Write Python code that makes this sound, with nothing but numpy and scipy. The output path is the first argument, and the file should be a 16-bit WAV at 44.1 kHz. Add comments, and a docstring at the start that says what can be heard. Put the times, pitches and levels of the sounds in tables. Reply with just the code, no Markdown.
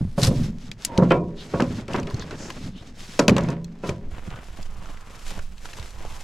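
"""A ratchet strap is let go on an upturned canoe in a truck bed, heard at a body-worn microphone.
First webbing zips off the spool and hisses by sliding friction, while impacts set the steel buckle
clicking and the hollow hull booming in its modes. The strap squeals, its hook clinks, and near 3.3 s
the buckle is dropped against the hull. From about 4.1 s the canoe is carried through dry weeds:
stalks swish and fracture, steps thud, and turbulent air rumbles on the microphone."""
import sys
import numpy as np
from scipy import signal
from scipy.fft import rfft, irfft
from scipy.io import wavfile
from scipy.ndimage import uniform_filter1d

SR = 44100
rng = np.random.default_rng(int(sys.argv[2]) if len(sys.argv) > 2 else 0)


def generate_wav(signal):
    """Clip the signal to [-1, 1] and save it as 16-bit WAV at the path in sys.argv[1]."""
    frames = np.transpose(np.atleast_2d(signal))
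    scaled = np.clip(frames, -1, 1) * 32767
    pcm = np.round(scaled).astype(np.int16)
    wavfile.write(sys.argv[1], SR, pcm)


N = 274743
TIME = np.arange(N) / SR
AGE = TIME[:3 * SR // 4]  # time since a blow
WALK_START_S = 4.11

# spectrum of a sharp crack, in steel or dry stalk: frequency_hz, level_db
CRACK_SPECTRUM = [(400, 3.5), (1400, -9), (2600, -6.5), (5000, -3.5), (7500, -3.5), (8600, -10.5),
                  (12000, -14), (15000, -19.5)]


def undb(db):
    """Decibels to amplitude ratio."""
    return 10 ** (np.asarray(db) / 20)


def unit(x, size=N):
    """Normalisation to rms 1 over the first size samples."""
    return x / np.sqrt(np.mean(x[:size] ** 2) + 1e-18)


def curves(table):
    """Linear interpolation of each column against the times in the first."""
    times, *columns = np.transpose(table)
    return [np.interp(TIME, times, column) for column in columns]


def colour(x, spectrum):
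    """Minimum-phase filtering to a spectral outline, by folding the cepstrum."""
    hz, db = np.transpose(spectrum)
    size = 4096
    bins_hz = np.fft.rfftfreq(size, 1 / SR) + 1
    log_gain = np.log(undb(np.interp(np.log(bins_hz), np.log(hz), db)))
    cepstrum = irfft(log_gain)
    cepstrum[1:size // 2] *= 2
    cepstrum[size // 2 + 1:] = 0
    return signal.fftconvolve(x, irfft(np.exp(rfft(cepstrum))))[:len(x)]


def band(x, hz, spread, order=1):
    """Band-pass filtering from hz / spread to hz * spread."""
    edges = np.minimum([hz / spread, hz * spread], [.4 * SR, .45 * SR])
    return signal.sosfilt(signal.butter(order, edges, "band", fs=SR, output="sos"), x + 1e-18)


def dull(x, hz):
    """Low-pass filtering, as by a soft contact or a lossy wall."""
    return signal.sosfilt(signal.butter(2, min(hz, .4 * SR), fs=SR, output="sos"), x + 1e-18)


def fade(t60):
    """Free exponential decay, 60 dB in t60 seconds."""
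    return np.exp(-np.log(1000) * AGE / t60)


def burst(t60):
    """Modal overlap: crowded modes die together as noise."""
    return rng.standard_normal(len(AGE)) * fade(t60)


def focus(modes, hz, db_per_octave):
    """Selective excitation: a contact drives the modes nearest its own pitch most strongly."""
    return [(f, db - db_per_octave * abs(np.log2(f / hz)), t60) for f, db, t60 in modes]


def ring(modes, scatter_db, detune):
    """Modal superposition: where a blow lands and how the part is held shift weights and pitches."""
    hz, db, t60 = np.transpose(modes)[:, :, None]
    weight, shift, phase = rng.standard_normal((3, len(modes), 1))
    cycles = hz * (1 + detune * shift) * AGE + phase
    return np.sum(undb(db + scatter_db * weight) * fade(t60) * np.sin(2 * np.pi * cycles), axis=0)


def flex(modes):
    """Frequency modulation: each mode of a flexing shell wanders on its own, so the ring is rough."""
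    out, knots_s = 0, np.arange(0, 1, .025)
    waver_hz, waver_share = 3, .021
    for hz, db, t60 in modes:
        weight, *drift = rng.standard_normal(len(knots_s) + 1)
        phase = rng.random() + np.cumsum(drift) * knots_s[1] * (waver_hz + waver_share * hz)
        cycles = hz * AGE + np.interp(AGE, knots_s, phase)
        out = out + undb(db + 2 * weight) * fade(t60) * np.sin(2 * np.pi * cycles)
    return out


def wander(rate):
    """Random fluctuation with a spread near 1, gliding through rate values a second."""
    step = int(SR / rate)
    return uniform_filter1d(np.repeat(rng.standard_normal(N // step + 1), step), step)[:N]


def friction(rate, spread_db, smooth, flicker_db):
    """Friction noise: tiny catches of uneven size, rate a second, over a smooth hiss."""
    size = undb(spread_db * np.minimum(rng.exponential(size=N), 5))
    catches = (rng.random(N) < rate / SR) * size * rng.standard_normal(N)
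    return (unit(catches) + smooth * rng.standard_normal(N)) * undb(flicker_db * wander(60))


def pull(start, length, attack_s=0.061, release_s=0.03):
    """Envelope of a pull: linear rise, hold, exponential decay."""
    attack = np.clip((TIME - start) / attack_s + .5, 0, 1)
    return attack * np.exp(-np.maximum(TIME - start - length, 0) / release_s)


def swell(centre, width):
    """Gaussian envelope; width is its standard deviation in seconds."""
    return np.exp(-.5 * ((TIME - centre) / width) ** 2)


def strokes(table, shape, rest_db):
    """Incoherent summation: strokes add in power over a resting level, one gain per level column."""
    power = sum(np.outer(undb(db), shape(s, length)) ** 2 for s, length, *db in table)
    return np.sqrt(power + undb(rest_db)[:, None] ** 2)


def add(track, s, sound):
    """Superposition of a sound on the track from time s."""
    start = int(s * SR)
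    track[start:start + len(sound)] += sound[:N - start]


def place(x, pan_db, scatter_db):
    """Early reflections: nearby surfaces scatter the treble differently to two close microphone ports."""
    echoes = burst(0.017) * np.minimum(AGE / 0.0084, 1)
    response = band(echoes / np.linalg.norm(echoes), 4300, 5.5)
    side = undb(scatter_db) * signal.fftconvolve(x, response)[:N]
    return np.array([undb(pan_db / 2) * x + side, undb(-pan_db / 2) * x - side])


def wind():
    """Turbulence: pressure fluctuations rumble on the microphone and swell with each gust."""
    # spectrum of the moving air: frequency_hz, level_db
    spectrum = [(3, -3.5), (14, 14.5), (22, 8), (38, -2.5), (70, -2.5), (110, -23.5), (200, -17.5),
                (400, -61.5)]
    # gusts: centre_s, width_s, level_db
    gusts = [(.33, 0.17, -28.5), (3.4, 0.12, -45), (4.25, 0.23, -36), (4.75, 0.16, -32.5),
             (5.43, 0.13, -30), (6.05, 0.16, -32)]
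    return unit(colour(rng.standard_normal(N), spectrum)) * strokes(gusts, swell, rest_db=[-41])[0]


def steps():
    """Damped impact: a foot on soft ground gives a brief, low thud."""
    # steps and soft bumps: start_s, level_db, pitch_hz
    thuds = [(4.116, -33, 69), (4.275, -32, 120), (4.339, -40, 95), (4.586, -42.5, 149), (4.779, -41, 103),
             (5.373, -37.5, 95), (5.792, -34, 72.6), (6.041, -44, 108)]
    out = np.zeros(N)
    for s, db, hz in thuds:
        add(out, s, undb(db) * unit(band(burst(0.039), hz, 1.42, order=2), size=1100))
    return out


def shifting():
    """Stick-slip: the hull rumbles on its bed in small dull slips, each at a pitch of its own."""
    # shifts of the hull under the hands: centre_s, width_s, level_db
    shifts = [(.02, 0.044, -21.5), (.43, 0.061, -24), (.69, 0.045, -40.5), (1.71, 0.085, -30),
              (2.02, 0.043, -29), (2.25, 0.12, -37.5), (2.67, 0.06, -33)]
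    slips, age = np.zeros(N), AGE[:SR // 5]
    centre_hz, spread_octaves = 158.2, 0.457
    for when, pitch in rng.random((500, 2)):
        hz = centre_hz * 2 ** (spread_octaves * np.sqrt(12) * (pitch - .5))
        add(slips, when * N / SR, np.sin(2 * np.pi * hz * age) * fade(t60=0.11)[:len(age)])
    levelled = slips / np.sqrt(uniform_filter1d(slips ** 2, size=4000) + 1e-6)
    return levelled * strokes(shifts, swell, rest_db=[-47])[0] * (TIME < WALK_START_S)


def scrapes():
    """Periodic friction: fine ribs catch at a nearly even rate that wavers with the rubbing speed."""
    # weave over a steel edge, later stalks along the hull: centre_s, level_db, pitch_hz, width_s
    rubs = [(1.407, -43.5, 3600, 0.03), (2.22, -42, 3980, 0.017), (2.437, -44.5, 6140, 0.058),
            (2.78, -51.5, 3250, 0.04), (4.358, -49.5, 1260, 0.07), (4.963, -54, 1110, 0.41),
            (6.108, -50.5, 950, 0.15)]
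    travel = TIME + np.cumsum(0.036 * wander(25)) / SR
    out = np.zeros(N)
    for s, db, hz, width in rubs:
        ribs = band(rng.standard_normal(N), hz, 1.224, order=2)
        out += unit(np.interp(travel, TIME, ribs)) * undb(db) * np.exp(-((TIME - s) / width) ** 2)
    return out


def snap(hz):
    """Fracture and dispersion: fibres give way, and the stem's higher bending waves arrive first."""
    fibres_per_s, chirp_share, chirp_s = 2300, 0.693, 0.0014
    fibres = burst(0.019) * (rng.random(len(AGE)) < fibres_per_s / SR)
    crack = unit(band(colour(fibres, CRACK_SPECTRUM), hz, 1.31), size=400)
    cycles = hz * (AGE + chirp_share * chirp_s * (1 - np.exp(-AGE / chirp_s)))
    stem = unit(fade(0.018) * np.sin(2 * np.pi * cycles), size=400)
    return unit(crack + 0.65 * stem, size=400)


def weeds():
    """Friction and fracture: dry leaves brush legs and hull at each stride, and some stalks snap."""
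    # strides: centre_s, width_s, swish_db, crunch_db
    strides = [(4.155, 0.044, -62, -44.5), (4.33, 0.085, -58.5, -46.5), (4.6, 0.1, -54, -53.5),
               (4.87, 0.08, -55, -49), (5.16, 0.065, -53, -51.5), (5.29, 0.063, -46.5, -65),
               (5.37, 0.06, -52, -49.5), (5.69, 0.058, -48.5, -55), (5.82, 0.072, -49, -50),
               (6.07, 0.086, -53.5, -50), (6.2, 0.073, -50.5, -55)]
    # spectrum of brushed leaves: frequency_hz, level_db
    leaf_spectrum = [(700, 0.5), (1500, 0), (3000, -1), (5500, -3.5), (7500, -4.5), (8600, -9.5),
                     (12000, -13.5), (14000, -24), (15500, -52)]
    # spectrum of crushed stalks: frequency_hz, level_db
    stalk_spectrum = [(120, 11), (280, -0.5), (550, 0), (750, -2), (1050, -4), (1700, -7.5), (3000, -11),
                      (6000, -35), (15000, -47)]
    # stalks breaking: start_s, relative_db, pitch_hz
    snaps = [(4.182, -26, 657), (4.304, -30.5, 2280), (4.313, -29, 900), (4.36, -32.5, 1390),
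             (4.591, -30.5, 635), (4.628, -30.5, 4170), (4.858, -28.5, 1150), (4.972, -32.5, 1700),
             (5.311, -26.5, 740), (5.378, -25, 630), (5.391, -23.5, 1310), (5.581, -35, 2630),
             (5.655, -21.5, 1140), (5.689, -29.5, 1180), (5.732, -25.5, 1800), (5.786, -25, 970),
             (5.797, -29, 3880), (5.827, -27, 1740), (6.05, -20, 670)]
    swish_gain, crunch_gain = strokes(strides, swell, rest_db=[-60.5, -57])
    leaves = friction(rate=1800, spread_db=1.5, smooth=1, flicker_db=2.5)
    swish = unit(colour(leaves, leaf_spectrum)) * swish_gain * undb(2.5)
    stalks = friction(rate=800, spread_db=1.8, smooth=.5, flicker_db=4)
    crunch = unit(colour(stalks, stalk_spectrum)) * crunch_gain * undb(5.5)
    out = (swish + crunch) * (TIME >= WALK_START_S)
    for s, db, hz in snaps:
        add(out, s, undb(db - 15.5) * snap(hz))
    return out


def strap():
    """Sliding friction: with each pull the weave hisses with a bright sheen and cloth scuffs below it."""
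    # pulls of strap and sleeve: start_s, length_s, hiss_db, scuff_db
    pulls = [(.29, 0.17, -45.5, -53), (.585, 0.097, -55, -76), (.8, 0.047, -46.5, -63),
             (.89, 0.27, -55.5, -44), (1.38, 0.09, -50, -50.5), (1.5, 0.3, -50.5, -43.5),
             (1.895, 0.091, -48, -37), (2.06, 0.33, -53.5, -47), (2.39, 0.093, -52, -45.5),
             (2.49, 0.2, -50.5, -51), (2.75, 0.14, -56, -56.5), (2.965, 0.26, -46.5, -57.5),
             (3.31, 0.21, -53, -41), (3.845, 0.048, -44.5, -39)]
    # spectrum of sliding webbing: frequency_hz, level_db
    weave_spectrum = [(500, 3.5), (1500, 4.5), (3500, 5.5), (5500, 4), (7500, -0.5), (8600, -6.5),
                      (12000, -14), (14000, -30.5), (15500, -31)]
    # spectrum of scuffing cloth: frequency_hz, level_db
    cloth_spectrum = [(60, 9.5), (200, 15.5), (500, 6.5), (1000, -0.5), (1900, -3.5), (3000, -11),
                      (6000, -28), (15000, -61)]
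    hiss_gain, scuff_gain = strokes(pulls, pull, rest_db=[-67, -59.5])
    weave = friction(rate=2500, spread_db=4.5, smooth=1.6, flicker_db=2.5)
    briskness = hiss_gain / undb(-36)  # a faster pull is brighter
    sheen = unit(band(rng.standard_normal(N), 6230, 1.7, order=2)) * undb(-2.5) * briskness
    hiss = (unit(colour(weave, weave_spectrum)) + sheen) * hiss_gain * undb(1.5)
    cloth = friction(rate=1800, spread_db=2, smooth=.6, flicker_db=3.5)
    scuff = unit(colour(cloth, cloth_spectrum)) * scuff_gain * undb(7)
    return (hiss + scuff) * (TIME < WALK_START_S)


def spool():
    """Fast sliding friction: released webbing runs off the spool in one short zip."""
    # envelope of the zip: time_s, relative_db
    envelope = [(.16, -59.5), (.18, -39), (.2, -32.5), (.235, -23), (.255, -26), (.28, -32.5), (.3, -43),
                (.34, -100)]
    # spectrum of the zip: frequency_hz, level_db
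    spectrum = [(800, 2), (2500, -1.5), (4500, 1.5), (7500, -5), (8600, -3.5), (11500, -8.5), (15500, -31)]
    rasp = friction(rate=1600, spread_db=1.2, smooth=.6, flicker_db=2.5)
    return unit(colour(rasp, spectrum)) * undb(curves(envelope)[0] - 1.5)


def squeal():
    """Stick-slip oscillation: webbing on the hull sings an unsteady tone over a lower band of noise."""
    # course of the squeal: time_s, slip_rate_hz, level_db
    course = [(.85, 1013, -71), (.897, 933, -38), (.925, 920, -36), (.958, 930, -38), (.99, 932, -21.5),
              (1.1, 1010, -80)]
    slip_hz, level_db = curves(course)
    tone = np.sin(2 * np.pi * np.cumsum(slip_hz * (1 + 0.039 * wander(400))) / SR)
    noise = unit(band(rng.standard_normal(N), 548, 1.16, order=2))
    sliding = (TIME > course[0][0]) & (TIME < course[-1][0])
    return (tone + 0.66 * noise) * undb(level_db) * sliding


def hook():
    """Free vibration: the dangling hook touches the frame lightly and rings with a few clear partials."""
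    # modes of the hook: frequency_hz, level_db, t60_s
    modes = [(1020, 6, 0.035), (1650, 0, 0.03), (1960, -5, 0.028), (2580, -7, 0.04), (3340, -15, 0.07),
             (4280, 4.5, 0.017), (5780, 8.5, 0.0085), (6600, 3.5, 0.02), (7630, -3, 0.03)]
    # light touches: start_s, relative_db, favoured_pitch_hz
    clinks = [(1.999, -27.5, 5500), (2.109, -23, 1130), (2.144, -27, 4470), (2.196, -25.5, 5900),
              (2.223, -24, 1750), (2.502, -20, 1790), (3.6449, -29.5, 4670)]
    out = np.zeros(N)
    for s, db, hz in clinks:
        partials = ring(focus(modes, hz, db_per_octave=12), scatter_db=2, detune=.01)
        add(out, s, undb(db - 12.5) * unit(partials, size=200))
    return out


def hull():
    """Shell resonance: each blow thumps the hollow hull, clatters its panels and leaves modes ringing."""
    # blows on the hull: start_s, boom_db, panel_db, pitch_hz, ring_db
    knocks = [(.178, -19.5, -23.5, 195, -5), (0.221, -10.5, -44, 116.7, -7.5), (0.273, -16, -27, 112, -1.5),
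              (0.31, -19.5, -31.5, 203, -5.5), (0.983, -10, -18.5, 179, -6.5), (1.021, -14, -20, 192, -5),
              (1.108, -22.5, -13.5, 165, -2.5), (1.146, -23.5, -28, 171, 2.5), (1.537, -23, -24, 214, -1.5),
              (1.598, -23, -21.5, 237, -16), (1.623, -16.5, -26.5, 253, -11), (1.883, -41.5, -36, 220, 2),
              (1.942, -27.5, -24, 224, -8.5), (1.984, -30, -34.5, 163, -15), (2.073, -51, -37.5, 149, -24),
              (2.137, -18.5, -41, 107.5, -20), (2.309, -52, -36.5, 253, -13),
              (3.192, -14, -15, 280.6, -8.5), (3.282, -12.5, -15, 208, -45), (3.298, -10, -32, 131.5, -14),
              (3.311, -6.5, -34, 214, -14.5), (3.326, -10.5, -38, 197, -6), (3.364, -27, -25, 177, -22),
              (3.38, -23.5, -23, 194, -6.5), (3.432, -19.5, -38, 193, -1), (3.484, -29.5, -31, 174, -2),
              (3.836, -34.5, -31, 196, -3.5), (3.891, -23.5, -31.5, 88, -4.5)]
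    # modes of the shell: frequency_hz, level_db, t60_s
    modes = [(75.7, -2, 0.69), (118.7, -1.5, 0.44), (134.9, -1.5, 0.67), (170.9, 2, 0.82), (218, -8, 0.99),
             (242.5, -1.5, 0.42), (284.6, -9, 0.54), (322.14, -5.5, 0.58), (352.5, -4, 0.55),
             (406.3, -8, 0.83), (504, -3.5, 0.45), (552.3, 7.5, 0.15), (575.6, -3.5, 0.54), (677, -7, 0.33),
             (698, -4.5, 0.33), (962, -10, 0.43), (979, -6, 0.33), (1086, -5.5, 0.31), (1250, -12, 0.25),
             (1374, -5, 0.15), (1780, -11, .1), (2396, -12, 0.21), (2610, -3.5, 0.12), (3020, -5, 0.084)]
    # spectrum of the panel clatter: frequency_hz, level_db
    panel_spectrum = [(70, -36), (150, -13), (300, -8.5), (420, -2.5), (570, -5), (680, -14), (790, -14),
                      (960, -9.5), (1200, -15), (1600, -16), (2600, -24), (5000, -39.5)]
    low_modes = [mode for mode in modes if mode[0] < 320]
    high_modes = [mode for mode in modes if mode[0] >= 320]
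    out = np.zeros(N)
    for s, boom_db, panel_db, hz, ring_db in knocks:
        top_hz = 1880 * 2 ** ((panel_db - boom_db) / 8.5)  # a harder contact reaches higher
        # the struck panel swings at its own pitch and stirs its neighbours
        swing = unit(fade(0.078) * np.sin(2 * np.pi * hz * AGE), size=1500)
        thud = unit(band(burst(0.11), hz * 1.14, 1.79, order=2), size=1500)
        stirred = unit(flex(focus(low_modes, hz, db_per_octave=4.5)), size=1500)
        boom = 0.56 * swing + 0.23 * thud + undb(ring_db - 1.5) * stirred
        strike = burst(0.11)
        low_tail = dull(dull(burst(0.6), 790), 790)  # low panel modes outlast the high ones
        clatter = unit(colour(strike + undb(ring_db - 12) * low_tail, panel_spectrum), size=1300)
        panel = clatter + undb(ring_db + 4) * unit(flex(high_modes), size=1300)
        panel = unit(dull(dull(panel, top_hz), 1.75 * top_hz), size=1300)
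        onset = 1 - np.exp(-AGE * top_hz / 1.5)  # a soft contact feeds the shell gradually
        add(out, s, (undb(boom_db) * boom + undb(panel_db) * panel) * onset)
    return out


def buckle():
    """Impact and rebound: steel cracks and pings, loose parts chatter, hand and webbing damp the ring."""
    # steel clicks, buckle parts striking each other or the hull: start_s, relative_db, ping_hz
    clicks = [(0.218, -19.5, 4600), (0.227, -23, 4630), (0.2328, -9.5, 4050), (0.233, -20, 8040),
              (.249, -13.5, 4930), (0.271, -22, 6130), (0.715, -23.5, 2370), (.849, -10.5, 7730),
              (0.8499, -18.5, 6720), (0.85, -21, 2780), (0.977, -17.5, 2920), (1.105, -26.5, 2450),
              (1.1194, -24.5, 2430), (1.604, -23, 3000), (1.622, -23, 2660), (1.881, -31.5, 2260),
              (1.934, -24, 2850), (1.962, -26.5, 2400), (2.0307, -33, 2510), (2.071, -31, 2750),
              (2.101, -35.5, 4500), (2.309, -32.5, 3950), (2.504, -25.5, 3000), (3.192, -10, 2430),
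              (3.1958, -12.5, 4600), (3.281, -4, 2650), (3.2943, -9.5, 2260), (3.3659, -19, 2720),
              (3.382, -20.5, 2820), (3.408, -33, 2700), (3.435, -36.5, 5030), (3.487, -30, 2540),
              (3.5025, -33.5, 5100), (3.893, -21, 2360)]
    # modes of the buckle: frequency_hz, level_db, t60_s
    modes = [(1950, 18.5, 0.037), (2400, 16, 0.027), (2600, 21, 0.025), (3380, 7.5, 0.04),
             (4400, 18, 0.039), (4720, 21, 0.045), (5500, 29.5, 0.018), (5700, -11.5, .25),
             (5950, 12.5, 0.068), (6900, 14.5, 0.027), (9600, 23.5, 0.032)]
    mean_rattle_delay_s = 0.013
    top_hz = .4 * SR  # every steel click stays bright; only the very top treble is trimmed
    out = np.zeros(N)
    for s, db, hz in clicks:
        tail = burst(0.03) * undb(-12) + burst(0.17) * undb(-40)
        for delay_s, contact_db in [(0, -7), (.0032, -20.5)]:  # strike, then rebound
            crack = unit(colour(burst(0.013) + tail, CRACK_SPECTRUM), size=130)
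            ping = unit(fade(0.016) * np.sin(2 * np.pi * hz * AGE), size=130)
            partials = unit(ring(modes, scatter_db=3.5, detune=.004), size=130)
            steel = crack + undb(-11.5) * ping + undb(-11) * partials
            click = unit(dull(band(steel, hz, 1.42), top_hz), size=130)
            add(out, s + delay_s, undb(db + contact_db) * click)
        for delay_s in mean_rattle_delay_s * rng.uniform(.3, 1.7, size=3):
            rattle = unit(band(colour(burst(0.015), CRACK_SPECTRUM), hz, 1.9), size=130)
            add(out, s + delay_s, undb(db - 32) * rattle)
    return out


def scene():
    """Stereo level difference: buckle and hull lie near the centre; on the walk, air and steps go right."""
    return (place(hull() + shifting(), pan_db=-0.58, scatter_db=-13.0)
            + place(buckle() + hook(), pan_db=2.5, scatter_db=-11.5)
            + place(strap() + spool() + squeal() + scrapes(), pan_db=0.0, scatter_db=-9.0)
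            + place(weeds(), pan_db=1.0, scatter_db=-7.5)
            + place(wind() + steps(), pan_db=-4.4 * (TIME >= WALK_START_S), scatter_db=4.5))


def record(dry):
    """Soft saturation and band limiting: the highest peaks are rounded and the top treble is cut."""
    top_hz = 15800
    rounded = dry / (1 + dry ** 8) ** (1 / 8)
    return signal.sosfilt(signal.ellip(8, .2, 70, top_hz, fs=SR, output="sos"), rounded)


dry = scene()
out = record(dry)
generate_wav(out)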